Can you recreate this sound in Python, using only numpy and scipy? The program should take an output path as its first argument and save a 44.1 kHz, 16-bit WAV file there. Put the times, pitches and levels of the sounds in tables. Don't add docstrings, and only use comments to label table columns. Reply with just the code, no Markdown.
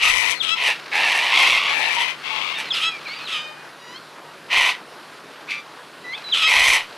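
import sys
import numpy as np
from scipy import signal
from scipy.io import wavfile
from scipy.ndimage import uniform_filter1d

SR = 44100
rng = np.random.default_rng(int(sys.argv[2]) if len(sys.argv) > 2 else 0)


def voltage_ratio(decibels):
    exponent = np.asarray(decibels, float) / 20
    return 10 ** exponent


def unload_wav(signal):
    wavfile.write(
        sys.argv[1],
        SR,
        np.round(np.clip(np.atleast_2d(signal).T, -1, 1) * 32767).astype(np.int16),
    )


N = 307377

# frequency in Hz, level in dB.
RASP = [(300, -39), (3000, -13), (4500, -11.5), (6000, 1), (7060, -12), (7790, -1), (8600, -15.5),
        (9490, -3), (10500, -11), (11500, -9), (13000, -30), (16000, -37)]

BLUNT = dict(peak=.3, under_db=2, sag_db=3.2, release_s=.051, rasp_db=-22.5, windpipe=.42, shift_hz=50)
BRIGHT = dict(peak=.25, under_db=2.5, sag_db=1.1, release_s=.061, rasp_db=-15.5, windpipe=.32, shift_hz=-20)
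SWELLING = dict(peak=.6, under_db=9, sag_db=2.6, release_s=.051, rasp_db=-19.5, windpipe=.38, shift_hz=100)
AWAY = dict(peak=.4, under_db=4, sag_db=2.4, release_s=.051, rasp_db=-29.5, windpipe=.55, shift_hz=130)
SQUAWK = dict(peak=.26, under_db=7, sag_db=2, release_s=.1, rasp_db=-25, windpipe=0, shift_hz=-250)

GLIDE = dict(bend=1.1, peak=.5, ends_db=-8.5, extra_db=2)
HOOK = dict(bend=5, peak=3, ends_db=-10.5, extra_db=-2.5)
COO = dict(bend=.5, peak=0, ends_db=-8.5, extra_db=12)
REED = dict(bend=.7, peak=1.5, ends_db=-9, extra_db=-2)


def evened(x):
    return x / np.sqrt(np.mean(x ** 2) + 1e-20)


def levelled(x):
    return x / np.sqrt(abs(uniform_filter1d(x ** 2, size=1800)) + 1e-12)


def read(points, hz):
    f, value = np.transpose(points)
    return np.interp(np.log(hz + 1), np.log(f + 1), value)


def wobble(count, hz):
    slow = signal.butter(2, hz, fs=SR, output="sos")
    return evened(signal.sosfilt(slow, rng.standard_normal(count)))


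def resonate(x, hz, width):
    turn = np.exp(2j * np.pi * np.cumsum(hz * np.ones(len(x))) / SR)
    r = np.exp(-np.pi * width / SR)
    smooth = signal.lfilter([(1 - r) ** 2], [1, -2 * r, r * r], x / turn + 1e-18)
    return 2 * (turn * smooth).real


def causal(points):
    gain = read(points, abs(np.fft.fftfreq(4096, 1 / SR))) * np.log(10) / 20
    return np.fft.ifft(np.exp(gain - 1j * signal.hilbert(gain).imag)).real[:1024]


def unfold(rows):
    s, *columns = np.transpose(rows)
    t = np.arange(s[0], s[-1], 1 / SR)
    return s[0], [np.interp(t, s, c) for c in columns]


def wash():
    # frequency in Hz, level in dB per Hz.
    wash_colour = [(18, -66), (30, -54), (140, -10.5), (324, -3.5), (389, -3), (787, -3.5), (897, -1.5),
                   (1590, -3.5), (2300, -12), (4090, -14), (6720, -24), (11300, -25.5), (15500, -44)]
    frames, hz = N // 256 + 5, np.fft.rfftfreq(1024, 1 / SR)
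    a, b, patches = rng.standard_normal((frames, 513, 3)).T
    patches = uniform_filter1d(patches, size=12, axis=0)
    patches = evened(uniform_filter1d(patches, size=16, axis=1))
    swell = evened(uniform_filter1d(rng.standard_normal(frames), size=30))
    z = (a + 1j * b) * voltage_ratio(read(wash_colour, hz)[:, None] + 1.5 * patches + .6 * swell)
    return evened(signal.istft(z, nperseg=1024, noverlap=768)[1][:N])


def mains_hum():
    return np.sqrt(2) * voltage_ratio(-63.5) * np.sin(2 * np.pi * 150.4 * np.arange(N) / SR)


def chatter():
    # time in seconds, level in dB.
    chatter_levels = [(0, -48), (0.851, -38.5), (2.2, -39), (2.25, -38.5), (2.95, -38.5), (3.13, -38.5),
                      (3.25, -37.5), (3.5, -49.5), (5.2, -50), (5.35, -46), (6, -49.5), (6.2, -40.5),
                      (6.97, -43.5)]
    a, b, c = voltage_ratio(2.2 * wobble(count=N, hz=60)) * rng.standard_normal((N, 3)).T
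    blur = resonate(a, 2300, 2540)
    blur += voltage_ratio(-5.0) * resonate(b, 4280, 1730)
    blur += voltage_ratio(1.5) * resonate(c, 1300, 920)
    return voltage_ratio(np.interp(np.arange(N) / SR, *np.transpose(chatter_levels))) * evened(blur)


def screech_shape(start, length, effort_db, first_hz, last_hz,
                  peak, under_db, sag_db, release_s, rasp_db, windpipe, shift_hz):
    attack_s = .022
    t = np.maximum.accumulate([0, attack_s, peak * length, length - release_s, length])
    drop_db = np.array([-12 - under_db, -under_db, 0, -sag_db, -20 - sag_db])
    hz = first_hz + (last_hz - first_hz) * t / length
    share = np.clip(windpipe + .02 * drop_db, 0, 1)
    throat_hz = 2418 + shift_hz + 1.57 * (hz - 1000)
    rasp = rasp_db + .73 * drop_db + 4.5 * (t / length - .5)
    return np.transpose([start + t, effort_db + drop_db, hz, share, throat_hz, rasp])


def screech(rows):
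    s, (effort_db, hz, windpipe, throat_hz, rasp_db) = unfold(rows)
    n = len(hz)
    turns = np.cumsum(hz * np.exp(.04 * wobble(count=n, hz=200) + .025 * wobble(count=n, hz=18))) / SR

    kicks = np.cumsum(180 * np.exp(.45 * wobble(count=n, hz=79.35))) / SR
    burst = uniform_filter1d(np.exp(-3 * (kicks % 1)), size=20)
    burst = evened(signal.detrend(burst)) + .4 * wobble(count=n, hz=150)

    stack = np.zeros(n)
    for k in range(2, 7):
        throat = 1 / (1 + ((k * hz - throat_hz) / 470) ** 2) + voltage_ratio(-15.0 - 6.5 * k * hz / 1000)
        stack += throat * np.cos(2 * np.pi * k * turns + k * k / 2)
    torn = evened(stack) * (.7 + np.tanh(1.2 * wobble(count=n, hz=230)))
    torn += 1.1 * windpipe * np.cos(2 * np.pi * turns) * (.8 + .8 * wobble(count=n, hz=140))

    a, b, c, d = rng.standard_normal((n, 4)).T
    air = resonate(a, throat_hz, 435)
    air += voltage_ratio(-11.5) * resonate(b, 3550, 2120)
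    air += voltage_ratio(-4.5) * windpipe * resonate(c, .88 * hz, 640)

    body = voltage_ratio(1.6 * burst) * (evened(torn) + .9 * evened(air))
    body -= .7 * resonate(body, np.minimum(1.66 * hz, 1700), 520)

    snaps = np.diff(np.floor(turns), prepend=0) * voltage_ratio(4.5 * d)
    rasp = voltage_ratio(2.45 * burst) * (evened(snaps) + .5 * a)
    rasp = signal.oaconvolve(rasp, causal(RASP))[:n]
    rasp_gain = voltage_ratio(rasp_db + 2.5 + 2.2 * wobble(count=n, hz=15))
    return s, voltage_ratio(effort_db) * (levelled(body) + rasp_gain * levelled(rasp))


def purity(hz):
    return 3 + 8.5 * (hz / 1000 - 1)


def swoop_shape(s, lead_s, lead_hz, lead_db, swoop_db):
    # time in seconds, level in dB under the swoop level, pitch as a ratio to the lead-in.
    swoop_path = [(0, 0, 1), (.01, -3.5, .86), (.022, 0, .775), (.028, -14, .73)]
    t, db, ratio = np.transpose(swoop_path)
    times = s + np.r_[-lead_s, -.6 * lead_s, t]
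    levels = np.r_[lead_db - 6, lead_db, lead_db, swoop_db + db[1:]]
    hz = lead_hz * np.r_[1.03, 1, ratio]
    return np.transpose([times, levels, hz, purity(hz)])


def chirp_shape(start, length, level_db, first_hz, last_hz, bend, peak, ends_db, extra_db):
    u = np.linspace(0, 1, num=24)
    hz = first_hz * (last_hz / first_hz) ** (u ** bend)
    db = ends_db * np.interp(u, [0, np.clip(peak, .1, .9), 1], [1, 0, 1]) ** 1.46
    return np.transpose([start + u * length, level_db + db, hz, purity(hz) + extra_db])


def chirp(rows):
    s, (level_db, hz, fall_db) = unfold(rows)
    n = len(hz)
    turns = np.cumsum(hz * np.exp(.0072 * wobble(count=n, hz=121))) / SR
    tone = np.zeros(n)
    for k in range(7):
        gain = voltage_ratio(-k * fall_db) / (1 + ((k + 1) * hz / 5700) ** 5)
        tone += gain * np.cos(2 * np.pi * (k + 1) * turns)
    gain = np.sqrt(2) * voltage_ratio(level_db + 1.2 * wobble(count=n, hz=90))
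    return s, gain * tone * signal.windows.tukey(n, .08)


def squeal_shape(start, rough_s, clear_s, level_db, clear_hz):
    t = np.arange(0, rough_s + clear_s, .002)
    db = np.interp(t, [0, .011, .77 * rough_s, rough_s], [-12, -2.5, -5.5, 0])
    db -= 123 * np.maximum(t - rough_s - .04, 0)
    db -= 20 * np.clip(1 - (t[-1] - t) / .014, 0, 1)
    hz = np.interp(t, [0, .7 * rough_s, rough_s, rough_s + .049], [680.5, 638, 638, clear_hz])
    rough = np.interp(t, [0, rough_s, rough_s + .41 * clear_s], [.85, .454, .077])
    return np.transpose([start + t, level_db + db, hz, rough])


def squeal(rows):
    # multiple of the pitch, level in dB.
    overtones = [(1, -32), (2, -8), (3, -15), (4, -2.5), (5, -2), (6, -7.5), (7, -23), (8, -13.5), (9, -75),
                 (10, -20.5), (11, -47), (12, -25)]
    s, (level_db, hz, rough) = unfold(rows)
    n, rough = len(hz), np.clip(rough, 0, 1.5)
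    turns = np.cumsum(hz * np.exp(.11 * rough * wobble(count=n, hz=300))) / SR
    stack = sum(voltage_ratio(db) * np.cos(2 * np.pi * k * turns + k * k / 2) for k, db in overtones)
    flutter = voltage_ratio(2.13 * rough * wobble(count=n, hz=255))
    air = rng.standard_normal(n)
    hiss = resonate(air, 3080, 1200) - voltage_ratio(-29) * resonate(air, 5600, 680)
    hiss += voltage_ratio(-21.5) * signal.oaconvolve(air, causal(RASP))[:n]
    return s, voltage_ratio(level_db) * levelled(flutter * (evened(stack) + 1.73 * rough * evened(hiss)))


def flock(*groups):
    mix = np.zeros(N)
    for voice, calls in groups:
        for rows in calls:
            s, sound = voice(rows)
            part = mix[round(s * SR):][:len(sound)]
            part += sound[:len(part)]
    t = np.arange(SR // 2) / SR
    scatter = rng.standard_normal(len(t)) * voltage_ratio(-60 * t / .22) * (t > .004)
    return mix + voltage_ratio(-10) * signal.oaconvolve(mix, scatter / np.linalg.norm(scatter))[:N]


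def group(harsh, squeals, swoops, thin):
    screeches = [screech_shape(*r, **manner) for manner, rows in harsh for r in rows]
    whistles = [chirp_shape(*r, **manner) for manner, rows in thin for r in rows]
    whistles += [swoop_shape(*r) for r in swoops]
    return flock((screech, screeches), (squeal, [squeal_shape(*r) for r in squeals]), (chirp, whistles))


def centre_birds():
    # start in seconds, length in seconds, effort or level in dB,
    # first pitch in Hz, last pitch in Hz. Facing birds are bright, turned ones dull and hollow.
    facing = [
        (0, .155, -16, 1290, 1146),
        (6.46, .36, -14, 1040, 985),
    ]
    swells = [
        (.555, .21, -16.5, 1075, 861),
        (1.945, .13, -20.5, 965, 993),
        (2.52, 0.145, -25, 905, 886),
    ]
    blunt = [
        (.915, 0.44, -17.5, 858, 968.5),
        (1.3, 0.33, -14, 1051, 1089),
        (4.503, 0.25, -15, 981, 1028),
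    ]
    turned = [(1.56, 0.22, -20.5, 1153, 1151), (1.75, 0.22, -27, 898, 889), (3.06, .22, -37.5, 1155, 1246),
              (2.61, .12, -33, 997, 1060), (4.485, 0.076, -29, 987, 976), (6.74, 0.12, -26.5, 950, 920)]
    squawks = [
        (5.477, .13, -21.5, 1168, 1191),
    ]
    chirps = [(1.815, .063, -30, 3410, 4300), (1.8, .095, -34, 1810, 2477), (1.89, 0.053, -31, 2380, 2300),
              (1.8, 0.11, -40, 2550, 3050), (2.497, 0.057, -37, 2050, 2250), (2.529, .03, -32, 2960, 3650),
              (2.548, 0.041, -30.5, 3680, 3600), (2.722, 0.029, -32, 2630, 2390),
              (2.722, .032, -24, 5260, 4780), (2.89, .1, -33, 2540, 2250),
              (3.051, 0.037, -30.5, 2600, 2070), (3.08, 0.074, -32.5, 2120, 2350),
              (3.13, 0.037, -42, 3300, 4330), (3.16, 0.096, -39, 2450, 2610),
              (3.4, 0.29, -46.5, 2463, 2460), (3.055, 0.098, -36, 3990, 4800), (3.13, .08, -41, 4790, 4580),
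              (3.945, 0.043, -40, 3060, 3350), (3.945, .042, -41, 4080, 4460),
              (5.478, .13, -34, 2340, 2373), (4.241, 0.096, -46.5, 955, 940),
              (6.133, 0.03, -28, 3100, 3700), (6.15, 0.048, -40, 2620, 2480)]
    coos = [
        (1.965, .075, -25.5, 946, 934),
        (2.3, 0.132, -35.5, 896, 847),
    ]
    hooks = [
        (3.215, 0.065, -33.5, 4200, 3320),
        (3.78, .207, -47, 965, 1113),
        (6.04, .115, -30.5, 1977, 2470),
    ]
    reeds = [
        (5.48, 0.136, -42, 1165, 1182),
    ]
    # start in seconds, lead-in in seconds, lead-in in Hz, lead-in in dB, swoop in dB.
    swoops = [
        (2.698, .045, 4160, -42.5, -17),
        (6.316, .078, 3960, -31.5, -13),
    ]
    # start in seconds, rough part in seconds, clear part in seconds, level in dB, clear pitch in Hz.
    squeals = [
        (2.735, .1, 0.074, -19.5, 660),
        (3.274, .05, 0.3, -24.5, 613),
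        (6.335, .095, .07, -15.5, 642),
    ]
    harsh = [(BLUNT, blunt), (BRIGHT, facing), (SWELLING, swells), (AWAY, turned), (SQUAWK, squawks)]
    return group(harsh, squeals, swoops, [(GLIDE, chirps), (HOOK, hooks), (COO, coos), (REED, reeds)])


def left_birds():
    # start in seconds, length in seconds, effort or level in dB,
    # first pitch in Hz, last pitch in Hz.
    facing = [
        (0, .385, -15, 985, 1000),
    ]
    turned = [
        (.54, 0.216, -25, 1009, 1000),
        (2.23, .35, -21, 1058, 1149),
    ]
    swells = [
        (1.31, .21, -16.5, 1050, 880),
    ]
    blunt = [
        (1.665, .49, -17.5, 857, 1040),
    ]
    chirps = [
        (3.41, 0.156, -44, 613, 600),
    ]
    # start in seconds, lead-in in seconds, lead-in in Hz, lead-in in dB, swoop in dB.
    swoops = [
        (.395, .045, 4190, -32.5, -13),
    ]
    # start in seconds, rough part in seconds, clear part in seconds, level in dB, clear pitch in Hz.
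    squeals = [
        (.42, 0.0722, 0.067, -16, 668),
    ]
    harsh = [(BLUNT, blunt), (BRIGHT, facing), (SWELLING, swells), (AWAY, turned)]
    return group(harsh, squeals, swoops, [(GLIDE, chirps)])


def scene():
    left_end_s = 3.705
    hum = mains_hum()
    birds = [centre_birds() + chatter(), left_birds()]
    no_bass = signal.butter(3, 330, "highpass", fs=SR, output="sos")
    centre, left = signal.sosfilt(no_bass, birds)
    centre += voltage_ratio(-42) * wash() + hum
    left += voltage_ratio(-47) * wash() + 1.05 * hum
    return np.array([centre + left * (np.arange(N) / SR < left_end_s), centre])


def roll_off(x):
    return signal.sosfilt(signal.butter(12, 16260, fs=SR, output="sos"), x)


def record(dry):
    # from in seconds, to in seconds.
    blasts = [
        (0, .33),
        (1.48, 1.75),
        (4.53, 4.6),
        (6.549, 7.7),
    ]
    soft = 1.1 * np.tanh(dry / 1.1)
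    t = np.arange(N) / SR
    over = np.maximum(soft - .33, 0) * sum((t > a) & (t < b) for a, b in blasts)
    thump = signal.sosfilt(signal.butter(2, [5, 70], "bandpass", fs=SR, output="sos"), over)
    mix = soft - voltage_ratio([[6.5], [.6]]) * thump
    treble_edge = signal.firwin(301, 15500, fs=SR)
    return roll_off(signal.oaconvolve(mix, treble_edge[None], "same"))


dry = scene()
out = record(dry)
unload_wav(out)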